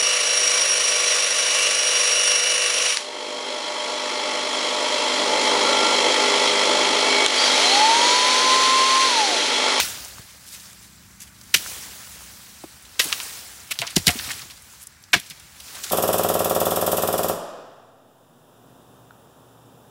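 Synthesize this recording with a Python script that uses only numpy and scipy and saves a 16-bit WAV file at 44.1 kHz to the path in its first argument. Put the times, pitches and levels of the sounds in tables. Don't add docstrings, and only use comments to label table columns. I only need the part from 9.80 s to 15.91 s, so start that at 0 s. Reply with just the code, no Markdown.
import sys
import numpy as np
from scipy import signal
from scipy.fft import rfft, irfft
from scipy.io import wavfile
from scipy.ndimage import uniform_filter1d

SR = 44100
rng = np.random.default_rng(int(sys.argv[2]) if len(sys.argv) > 2 else 0)


def generate_wav(signal):
    frames = np.transpose(np.atleast_2d(signal))
    scaled = np.clip(frames, -1, 1) * 32767
    pcm = np.round(scaled).astype(np.int16)
    wavfile.write(sys.argv[1], SR, pcm)


def convert_level_to_amplitude(level_db):
    exponent = np.asarray(level_db, float) / 20
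    return 10 ** exponent


N = 269451

# start_s, level_db, pitch_hz, tear_s, t60_s
KNIFE_BLOWS = [
    (1.7412, -3.5, 2640, 0.0098, 0.012),
    (3.194, -5.5, 2640, 0.0081, 0.049),
    (5.3321, -0.5, 1890, 0.0077, 0.073),
]
# start_s, level_db, pitch_hz, tear_s, t60_s
EARLIER_BLOW = [
    (0, -8, 2100, 0.0035, 0.1),
]
# pitch_hz, level_db, t60_s
STEM_MODES = [(1640, 18.5, 0.03), (1930, 0, 0.11), (2190, -4, 0.078), (2440, 0, 0.088), (2690, 17, 0.023),
              (3200, -29, 0.074), (4120, -35, 0.078), (5670, 9, 0.03)]
# start_s, level_db, pitch_hz, t60_s
WALL_GROANS = [
    (1.742, -16, 1080, 0.05),
    (1.743, -10, 2300, .03),
    (3.195, -20, 620, 0.07),
    (3.196, -2.5, 2140, 0.025),
    (4.019, -23, 930, 0.19),
    (4.166, -17, 2000, 0.1),
    (5.334, -8, 1900, 0.12),
    (5.333, -11, 3700, .08),
]
# start_s, level_db, pitch_hz, t60_s
CHAMBER_RINGS = [(1.742, -41, 970, .025), (1.743, -37, 593, 0.07), (1.745, -25, 317, 0.048),
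                 (1.7438, -5, 5670, 0.03), (1.743, -18, 1700, 0.027), (1.742, -4.5, 2880, 0.037),
                 (2.84, -25, 314, 0.037), (3.195, -11.5, 1886, 0.051), (3.195, -25, 1023, 0.05),
                 (3.196, -24, 552, 0.044), (3.327, -15, 1163, 0.021), (3.911, -32.5, 630, 0.033),
                 (3.914, -30, 1130, .04), (4.019, -21.5, 678, 0.066), (4.021, -40, 1080, 0.086),
                 (4.021, -43, 458, 0.11), (4.168, -15, 350, 0.04), (4.168, -48, 620, 0.025),
                 (4.286, -19, 713, 0.096), (3.991, -34, 890, 0.026), (5.339, -18, 986, 0.052),
                 (5.336, -18, 695, 0.085), (5.337, -8, 1640, .055), (5.34, -9, 2190, 0.05),
                 (5.338, -27, 325, 0.084)]
# start_s, level_db, first_hz, last_hz, length_s
PITCH_GLIDES = [
    (2.8372, -30, 1150, 330, .011),
    (1.742, -7, 1400, 3700, .019),
]
# start_s, level_db, pitch_hz, t60_s, hiss_db
POLE_CRASHES = [
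    (4.1633, 4, 4440, 0.021, -16),
    (4.268, 4.5, 3660, 0.0089, -6),
    (4.278, 4, 2500, 0.023, -3.5),
    (4.2857, -5, 1880, 0.092, -5.5),
]
# start_s, level_db, pitch_hz, tear_s, t60_s
POLE_SLIDE = [
    (3.9093, -10.5, 2380, 0.011, 0.04),
]
# start_s, level_db, pitch_hz, t60_s, hiss_db
POLE_KNOCKS = [
    (3.3265, 1, 2730, 0.021, -34),
    (3.989, -6.5, 3700, 0.056, -12.5),
    (4.0172, -6.5, 2600, 0.059, -27),
    (4.39, -12, 3200, 0.018, -24),
    (3.401, -13.5, 2900, 0.04, -22),
]
# start_s, level_db, pitch_hz, t60_s
SOIL_THUDS = [(.355, -41, 56, 0.15), (0.393, -29.5, 102, 0.046), (1.751, -33, 129, 0.11),
              (3.196, -33, 316, 0.072), (3.25, -34, 259, 0.15), (3.911, -37, 208, 0.057),
              (3.993, -32.5, 118, 0.13), (4.019, -40, 110, 0.21), (4.167, -5.5, 150, 0.037),
              (4.194, -24.5, 85, 0.06), (4.245, -35, 200, 0.037), (4.273, -11, 142, 0.071),
              (4.284, -20, 240, 0.048), (4.355, -21.5, 209, 0.045), (4.476, -34, 217, 0.057),
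              (4.629, -40, 132, 0.075), (4.651, -45, 189, .072), (5.349, -17, 124, 0.062),
              (5.362, -24.5, 165, 0.083), (5.508, -37.5, 134, 0.074), (5.642, -48, 147, 0.1)]
# start_s, level_db, pitch_hz, t60_s
DEEP_HEAVES = [
    (.125, -42, 70, .12),
    (.2, -39, 58, .2),
    (.29, -38, 62, .12),
    (4.175, -13, 95, .05),
    (4.288, -17, 80, .08),
    (5.35, -24, 200, .07),
]
# start_s, level_db, pitch_hz, hiss_db
TWIG_TICKS = [(0.2473, -19, 5770, -13), (0.7985, -23.5, 4590, -10.5), (1.402, -25, 6640, -6),
              (1.6132, -32, 1090, 6), (1.8591, -20, 1300, -10.5), (3.024, -34, 8380, -2),
              (3.052, -27, 3500, -4), (3.2174, -18, 1870, -5), (3.6591, -28, 4920, -16),
              (4.0738, -15, 2660, -16), (4.3962, -15, 1730, -19), (4.4897, -13.5, 1990, -10),
              (4.5035, -13, 1900, -14), (4.51, -14, 2040, -35), (4.5135, -12, 7300, -28),
              (4.593, -19, 2400, -4), (4.618, -21, 3530, -10.5), (4.8205, -37, 7620, 6),
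              (5.0693, -32, 7000, -13), (5.285, -35, 1250, -38), (5.398, -21, 3470, 7.5),
              (5.4994, -23, 4500, 4), (5.5978, -29.5, 8000, -1), (5.8013, -21.5, 3200, 0)]
# start_s, level_db, pitch_hz, hiss_db
SPLINTER_SNAPS = [(3.2405, -15, 9500, -4), (3.286, -22, 8000, -5), (3.32, -26, 5000, -10),
                  (4.014, -17, 8500, -20), (4.067, -16.5, 5000, -22), (4.104, -25, 8200, -8),
                  (6.038, -16, 5000, -13), (6.063, -25, 5000, -10), (6.099, -17, 3950, -4),
                  (1.635, -32.5, 6000, -4)]
# start_s, level_db, pitch_hz, t60_s, hiss_db
SETTLING = [(1.753, -11, 2930, .1, -1.5), (3.206, -13.5, 2380, 0.12, 2.5), (3.238, -27, 4000, 0.13, 4),
            (3.332, -20, 3000, 0.074, -13), (3.997, -25.5, 3100, 0.059, 3), (5.356, -16, 2400, 0.12, -15),
            (.12, -41, 444, 1, -30), (2.05, -39, 560, .3, -20), (3.251, -34, 300, 0.31, -30),
            (5.94, -28.5, 1000, 0.26, -30)]
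# start_s, level_db, pitch_hz, hiss_db
LITTER_BRUSHES = [(.379, -29, 3410, -8), (0.743, -26.5, 2090, 2), (1.47, -32, 2200, 0.1),
                  (1.4183, -29.5, 3770, 7), (3.932, -25, 3060, -1), (4.065, -21, 2650, -19),
                  (4.1, -19, 2900, -8), (4.157, -28, 4480, -10), (4.175, -9.5, 3600, -5),
                  (4.2363, -33, 4440, -4), (4.2998, -8.5, 3550, -6), (4.44, -16, 3060, -6),
                  (4.5316, -26, 4400, -16), (4.704, -23, 2800, -5), (4.7676, -30, 4400, -17),
                  (5.03, -40, 1600, -10), (5.238, -37, 3500, -16), (5.4596, -29, 3520, 0),
                  (5.5025, -20.5, 3240, -7), (5.762, -40.5, 4970, 3), (5.8016, -29, 2940, -7),
                  (5.8784, -32, 1790, -4), (5.948, -27.5, 2680, 7.5), (6.035, -10.5, 4150, -8)]
# start_s, level_db, pitch_hz, hiss_db
LITTER_SWEEPS = [
    (0.664, -29, 4840, -2.1),
    (.7135, -27, 3760, 2.8),
    (1.015, -44, 1860, 14.5),
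    (1.399, -34, 1930, 7),
    (4.999, -45, 2400, 14),
]
TEAR_S = dict(knock=0.0027, crash=0.0035, wall=0.0043, twig=.001, splinter=.003, swish=0.0043, aftermath=.01, sweep=0.012)
T60_S = dict(twig=0.034, splinter=0.026, swish=0.055, sweep=0.21)
# pitch_hz, level_db (per Hz)
LEAF_SPECTRUM = [(150, -11), (250, -4.5), (436, -4.5), (629, -2.5), (971, -1), (1700, 2.5), (5730, 5),
                 (9660, 3), (13000, -2.5), (14900, 0.5), (16000, 3)]
# peak_s, level_db, swell_db_per_s, settle_db_per_s, extra_fizz_db
LEAF_SHAKES = [(0, -29, 99, 119, -1), (0, -37.5, 99, 34, -0.7), (.85, -51.5, 26, 40, 0.4),
               (1.62, -63, 36, 15, -2), (1.25, -61.5, 19, 16, 1), (1.9, -42, 80, 36.5, 1.3),
               (1.8, -43, 403, 52, 1.2), (2.3, -49.5, 18.5, 11.5, 1), (2.8, -56, 26, 57.5, -1.5),
               (3.12, -55.5, 65, -8, -10), (3.24, -37, 395, 46, 0.5), (3.43, -43, 64, 26.5, 1.2),
               (4.03, -47.5, 73, 23, -9), (4.37, -43, 59, 43, 2), (4.5, -42, 35, 86, -1),
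               (4.58, -44, 46, 122, -6), (4.95, -55.5, 38, 77, 1), (5.1, -63, 40, 10, -5),
               (5.44, -53.5, 187.5, 14, -2), (5.88, -48.5, 83, -1, -0.5), (6.11, -44, 57, 50, 1.5)]
# start_s,
# level_db, pitch_hz, hiss_db
GRIT_TICKS = [(.856, -30, 3800, -10), (.9, -32, 6500, -10), (0.93, -30, 7000, -8), (1.418, -23, 6560, -12),
              (1.612, -27, 4600, -15), (5.013, -29, 8770, -8), (5.02, -28, 10500, -10),
              (5.028, -23, 10000, -15), (5.036, -26, 9800, -15), (4.7, -23, 3000, -8),
              (5.07, -22, 9000, -4), (5.238, -28, 5300, -14), (5.227, -37, 11500, -20),
              (5.322, -36, 11000, -10), (4.7673, -28, 4200, -14), (4.593, -23, 5500, -10),
              (4.074, -13, 5600, -20), (4.097, -22.5, 4500, -15), (3.321, -13, 3800, -4),
              (3.321, -20, 1100, -30), (3.218, -16, 5000, -8), (5.935, -30, 1500, -25),
              (1.7393, -16, 2200, -6), (3.191, -20, 3000, -10), (4.385, -20, 3500, -8),
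              (4.473, -20, 2900, -15), (4.509, -12, 2000, -25), (4.509, -16, 6500, -20),
              (4.515, -12, 3400, -20), (4.515, -15, 1900, -25), (4.533, -19, 4000, -15),
              (4.617, -23, 4400, -6), (.2475, -22, 7200, -15), (.382, -28, 1180, -20),
              (6.066, -26, 3000, -15), (5.575, -30, 3200, -15), (5.602, -31, 3200, -15)]
# start_s, level_db, pitch_hz, t60_s, hiss_db
STRIP_RATTLES = [
    (3.4, -22.5, 1050, .05, -30),
    (4.021, -18.5, 1700, .12, -14),
    (4.03, -25, 800, .12, -30),
    (4.078, -25, 2300, .06, -25),
    (4.11, -29, 2300, 0.07, -8),
    (3.95, -31, 2300, 0.1, -15),
    (5.505, -25.5, 2180, .09, -15),
    (6.04, -25, 1500, 0.07, -25),
]
# pitch_hz, level_db (per Hz)
RUMBLE_SPECTRUM = [(15, -47.5), (25, -10), (45, 1), (64, 8.5), (136, 2.5), (198, -4), (264, -6.5),
                   (404, -13.5), (500, -44), (650, -27), (1100, -120)]
# time_s, level_db
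RUMBLE_LEVEL = [(0.0, -47.5), (0.4, -57.5), (2.1, -53.5), (2.6, -57.5), (4.1, -56.5), (4.45, -45),
                (4.7, -57), (5.0, -60), (6.11, -54.5)]
# shaft_order, level_db
MOTOR_ORDERS = [(4, -66), (6, -63), (7, -58.5), (8, -65), (9, -69), (11, -71), (2.3, -62)]
# time_s, speed_hz
MOTOR_SPEED = [(0.5, 27.7), (0.62, 27.6), (2.3, 28.4), (2.44, 28.0), (3.0, 29.0)]
# time_s, level_db
MOTOR_LEVEL = [(0, -9), (.6, -5), (1.0, 0), (1.7, 0), (2.7, -2), (3.1, -10), (6.11, -12)]
# pitch_hz, width_hz, level_db
INSECT_TRILLS = [(7600, 120, -65), (5740, 400, -68), (6500, 150, -72)]
# pitch_hz, level_db (per Hz)
STILL_TREES = [(300, -12), (600, -12.5), (1500, -2.5), (2300, -5.5), (3200, -21), (5300, -16),
               (9000, -13.5), (16000, -23)]


def evened(x):
    return x / np.sqrt(np.mean(x ** 2) + 1e-20)


def add(mix, start_s, sound):
    part = mix[round(start_s * SR):][:len(sound)]
    part += sound[:len(part)]


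def highpass(x, order, hz):
    return signal.sosfilt(signal.butter(order, hz, "high", fs=SR, output="sos"), x)


def resonate(x, hz, width_hz):
    r = np.exp(-np.pi * width_hz / SR)
    return evened(signal.lfilter([1, 0, -1], [1, -2 * r * np.cos(2 * np.pi * hz / SR), r * r], x))


def band(x, low_hz, high_hz):
    return evened(signal.sosfilt(signal.butter(2, [low_hz, high_hz], "band", fs=SR, output="sos"), x))


def coloured(x, spectrum):
    hz, level_db = np.transpose(spectrum)
    bins_hz = np.fft.rfftfreq(len(x), 1 / SR)
    gain = convert_level_to_amplitude(np.interp(np.log(bins_hz + 1), np.log(hz + 1), level_db))
    return evened(irfft(rfft(x) * gain, len(x)))


def snaps(size, spread_db, grain):
    sizes = np.minimum(rng.exponential(1, size // grain + 1), 5)
    lumps = np.repeat(sizes, grain)[:size]
    return evened(rng.standard_normal(size) * convert_level_to_amplitude(spread_db * lumps))


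def crack(start_s, level_db, pitch_hz, tear_s, t60_s, hiss_db, click_db, ring_db, rise_s, lead_s, sharp,
          treble_speed, trim_db, lumps_db=3.0, size=12000):
    t = np.arange(size) / SR - lead_s
    after = np.maximum(t - tear_s, 0) / t60_s
    touch = convert_level_to_amplitude(-12.5 + 14 * np.minimum(t, 0) / lead_s)
    tearing = 1 - np.exp(-np.maximum(t, 0) / rise_s)
    fibres = snaps(size, lumps_db, grain=22) * np.maximum(touch, tearing)
    fibres[round(lead_s * SR)] += convert_level_to_amplitude(click_db)

    width_hz = pitch_hz / sharp
    body = resonate(resonate(fibres, pitch_hz, width_hz), pitch_hz, 3 * width_hz) * convert_level_to_amplitude(-60 * after)
    hiss = band(fibres, min(1.26 * pitch_hz, 7000), 11940) * convert_level_to_amplitude(hiss_db - 60 * treble_speed * after)

    u = np.arange(3500) / SR
    modes = sum(convert_level_to_amplitude(db - 60 * u / decay_s) * np.sin(2 * np.pi * hz * u) for hz, db, decay_s in STEM_MODES)
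    ring = signal.fftconvolve(fibres * convert_level_to_amplitude(-120 * after), modes)[:size]
    ring = 2 * convert_level_to_amplitude(ring_db) * ring / abs(ring).max()

    sound = highpass(body + hiss + ring, 2, 0.1 * pitch_hz)
    return max(start_s + 0.00063 - lead_s, 0), convert_level_to_amplitude(level_db + trim_db) * sound


def thump(start_s, level_db, pitch_hz, t60_s, swell_s, noise, sag, heave_db):
    t = np.arange(12000) / SR
    turns = pitch_hz * (t + sag * 0.016 * (1 - np.exp(-t / 0.012)))
    rough = noise * resonate(rng.standard_normal(len(t)), pitch_hz, pitch_hz * 0.81)
    tone = np.sin(2 * np.pi * turns) + rough
    heave = convert_level_to_amplitude(heave_db) * np.sin(2 * np.pi * turns * 0.536)
    envelope = convert_level_to_amplitude(level_db - 60 * t / t60_s) * (1 - np.exp(-t / swell_s))
    return start_s, envelope * (tone + heave)


def glide(start_s, level_db, first_hz, last_hz, length_s):
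    t = np.arange(3000) / SR
    glide_s = length_s * .35
    turns = last_hz * t + (first_hz - last_hz) * glide_s * (1 - np.exp(-t / glide_s))
    envelope = convert_level_to_amplitude(level_db - 40 * (t / length_s) ** 2) * np.minimum(t / .0015, 1)
    return start_s, envelope * np.sin(2 * np.pi * turns)


def knife_blows():
    out = np.zeros(N)
    for row in KNIFE_BLOWS:
        hiss_db = -15 + 22 * np.log2(row[2] / 2000)
        add(out, *crack(*row, hiss_db, click_db=20.5, ring_db=-4, rise_s=0.00011, lead_s=.003,
                        sharp=0.98, treble_speed=2.1, trim_db=-8.5))
    tail = crack(*EARLIER_BLOW[0], -6, click_db=0, ring_db=-7, rise_s=0.0002, lead_s=0.00104,
                 sharp=0.91, treble_speed=3.2, trim_db=-7)[1]
    add(out, 0, tail[100:])
    for s, db, hz, t60_s in WALL_GROANS:
        add(out, *crack(s, db, hz, TEAR_S["wall"], t60_s, -17, click_db=10, ring_db=-9, rise_s=0.00047,
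                        lead_s=.0025, sharp=1.32, treble_speed=1.7, trim_db=-12))
    for row in CHAMBER_RINGS:
        add(out, *thump(*row, swell_s=0.0023, noise=.55, sag=.02, heave_db=-30))
    for row in PITCH_GLIDES:
        add(out, *glide(*row))
    return out


def thrown_poles():
    out = np.zeros(N)
    for s, db, hz, t60_s, hiss_db in POLE_KNOCKS:
        add(out, *crack(s, db, hz, TEAR_S["knock"], t60_s, hiss_db, click_db=24.5, ring_db=-12,
                        rise_s=0.00031, lead_s=0.0018, sharp=1.67, treble_speed=1.3, trim_db=-16))
    heavy = [(s, db, hz, TEAR_S["crash"], t60_s, hiss_db) for s, db, hz, t60_s, hiss_db in POLE_CRASHES]
    heavy.append((*POLE_SLIDE[0], -1.5))
    for row in heavy:
        add(out, *crack(*row, click_db=12.5, ring_db=-12, rise_s=0.00043, lead_s=.007,
                        sharp=1.28, treble_speed=1.6, trim_db=-12, lumps_db=2.4))
    for row in SOIL_THUDS:
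        add(out, *thump(*row, swell_s=0.003, noise=0.52, sag=0.23, heave_db=-10))
    return out


def twigs_and_splinters():
    out = np.zeros(N)
    for kind, table in [("twig", TWIG_TICKS), ("splinter", SPLINTER_SNAPS)]:
        for s, db, hz, hiss_db in table:
            add(out, *crack(s, db, hz, TEAR_S[kind], T60_S[kind], hiss_db, click_db=14, ring_db=-24,
                            rise_s=0.00074, lead_s=0.000904, sharp=1.8, treble_speed=1.5, trim_db=-13))
    return out


def brushed_litter():
    out = np.zeros(N)
    soft = [(s, db, hz, TEAR_S["swish"], T60_S["swish"], hiss_db) for s, db, hz, hiss_db in LITTER_BRUSHES]
    soft += [(s, db, hz, TEAR_S["aftermath"], t60_s, hiss_db) for s, db, hz, t60_s, hiss_db in SETTLING]
    for row in soft:
        add(out, *crack(*row, click_db=-20, ring_db=-47, rise_s=0.0051, lead_s=0.0048,
                        sharp=1, treble_speed=1, trim_db=-12, lumps_db=1.6))
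    for s, db, hz, hiss_db in LITTER_SWEEPS:
        add(out, *crack(s, db, hz, TEAR_S["sweep"], T60_S["sweep"], hiss_db, click_db=-20, ring_db=-47,
                        rise_s=0.012, lead_s=0.011, sharp=1, treble_speed=1, trim_db=-12.5))
    return out


def scattered(dry_sound):
    t = np.arange(8000) / SR
    echoes = rng.standard_normal(len(t)) * (rng.random(len(t)) < .15)
    echoes = echoes * convert_level_to_amplitude(-60 * t / 0.48) * (t > .003)
    echoes = signal.lfilter([1, -.9], [1], echoes)
    echoes = echoes / np.linalg.norm(echoes)
    return dry_sound + convert_level_to_amplitude(-16) * signal.fftconvolve(dry_sound, echoes)[:N]


def patchy(shape, bins, frames):
    return evened(uniform_filter1d(uniform_filter1d(rng.standard_normal(shape), bins, 0), frames, 1))


def shaking_leaves():
    rustle = coloured(snaps(N, spread_db=.9, grain=40), LEAF_SPECTRUM)
    hz, t, z = signal.stft(rustle, SR, nperseg=256, noverlap=192)
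    patches = patchy(z.shape, 6, 30)
    crackles = patchy(z.shape, 9, 3)
    z = z * convert_level_to_amplitude(1.3 * patches + 1.5 * np.maximum(crackles, 0) ** 1.5)

    peak_s, level_db, swell, settle, extra_db = np.transpose(LEAF_SHAKES)[:, :, None]
    blades_db = level_db - np.where(t < peak_s, abs(swell) * (peak_s - t), abs(settle) * (t - peak_s))
    stems_db = -7.5 + 0.94 * (blades_db + 45) - 45.5
    edges_db = blades_db + 3.5 + extra_db
    zones = [(hz < 1500, stems_db), ((hz >= 1500) & (hz < 6000), blades_db), (hz >= 6000, edges_db)]
    gain_db = np.zeros(z.shape)
    for zone, shakes_db in zones:
        wanted = convert_level_to_amplitude(2 * shakes_db).sum(0) + 1e-9
        present = (abs(z[zone]) ** 2).sum(0).mean()
        gain_db[zone] = 10 * np.log10(wanted / present)
    z = z * convert_level_to_amplitude(uniform_filter1d(gain_db, 7, 0) + 2.5)
    return signal.istft(z, SR, nperseg=256, noverlap=192)[1][:N]


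def underfoot():
    out = np.zeros(N)
    for s, db, hz, hiss_db in GRIT_TICKS:
        add(out, *crack(s, db, hz, .0008, .014, hiss_db, click_db=14, ring_db=-50, rise_s=.0003, lead_s=.0006,
                        sharp=2.4, treble_speed=1.3, trim_db=-12, lumps_db=1.5, size=2000))
    for s, db, hz, t60_s, hiss_db in STRIP_RATTLES:
        add(out, *crack(s, db, hz, .005, t60_s, hiss_db, click_db=-10, ring_db=-40, rise_s=.002, lead_s=.002,
                        sharp=1.4, treble_speed=1.3, trim_db=-12, lumps_db=2.5, size=5000))
    for row in DEEP_HEAVES:
        add(out, *thump(*row, swell_s=.008, noise=.2, sag=.2, heave_db=-30))
    return out


def far_motor():
    t = np.arange(N) / SR
    shaft = np.cumsum(np.interp(t, *np.transpose(MOTOR_SPEED))) / SR
    tones = sum(convert_level_to_amplitude(db + 1.5) * np.sin(2 * np.pi * (order * shaft + rng.random())) for order, db in MOTOR_ORDERS)
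    return tones * convert_level_to_amplitude(np.interp(t, *np.transpose(MOTOR_LEVEL)))


def insects():
    out = np.zeros(N)
    for hz, width_hz, db in INSECT_TRILLS:
        throb = evened(uniform_filter1d(uniform_filter1d(rng.standard_normal(N), 1500), 1500))
        out += convert_level_to_amplitude(db + 3 * throb) * resonate(rng.standard_normal(N), hz, width_hz)
    return out


def far_air():
    level_db = np.interp(np.arange(N) / SR, *np.transpose(RUMBLE_LEVEL))
    rumble = coloured(rng.standard_normal(N), RUMBLE_SPECTRUM) * convert_level_to_amplitude(level_db)
    air = convert_level_to_amplitude(-57.5) * coloured(rng.standard_normal(N), [(150, -43)] + STILL_TREES)
    return rumble + air


def scene():
    bamboo = scattered(knife_blows() + thrown_poles() + twigs_and_splinters() + brushed_litter())
    near = bamboo + shaking_leaves() + underfoot()
    far = far_motor() + insects() + far_air()
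    return (near + far)[None]


def top_cut(x):
    return signal.sosfilt(signal.butter(12, 17040, fs=SR, output="sos"), x)


def record(dry):
    cut = highpass(dry, 4, 45)
    limited = 0.97 * np.tanh(cut / 1.022)
    edge = signal.firwin(511, 15900, window=("kaiser", 9), fs=SR)
    low = signal.oaconvolve(limited, edge[None], "same")
    loud = np.clip(uniform_filter1d(abs(limited), 300) / 0.057, 0, 1) ** 2
    mix = low + convert_level_to_amplitude(-28) * loud * (limited - low)
    return top_cut(mix)


dry = scene()
out = record(dry)
generate_wav(out)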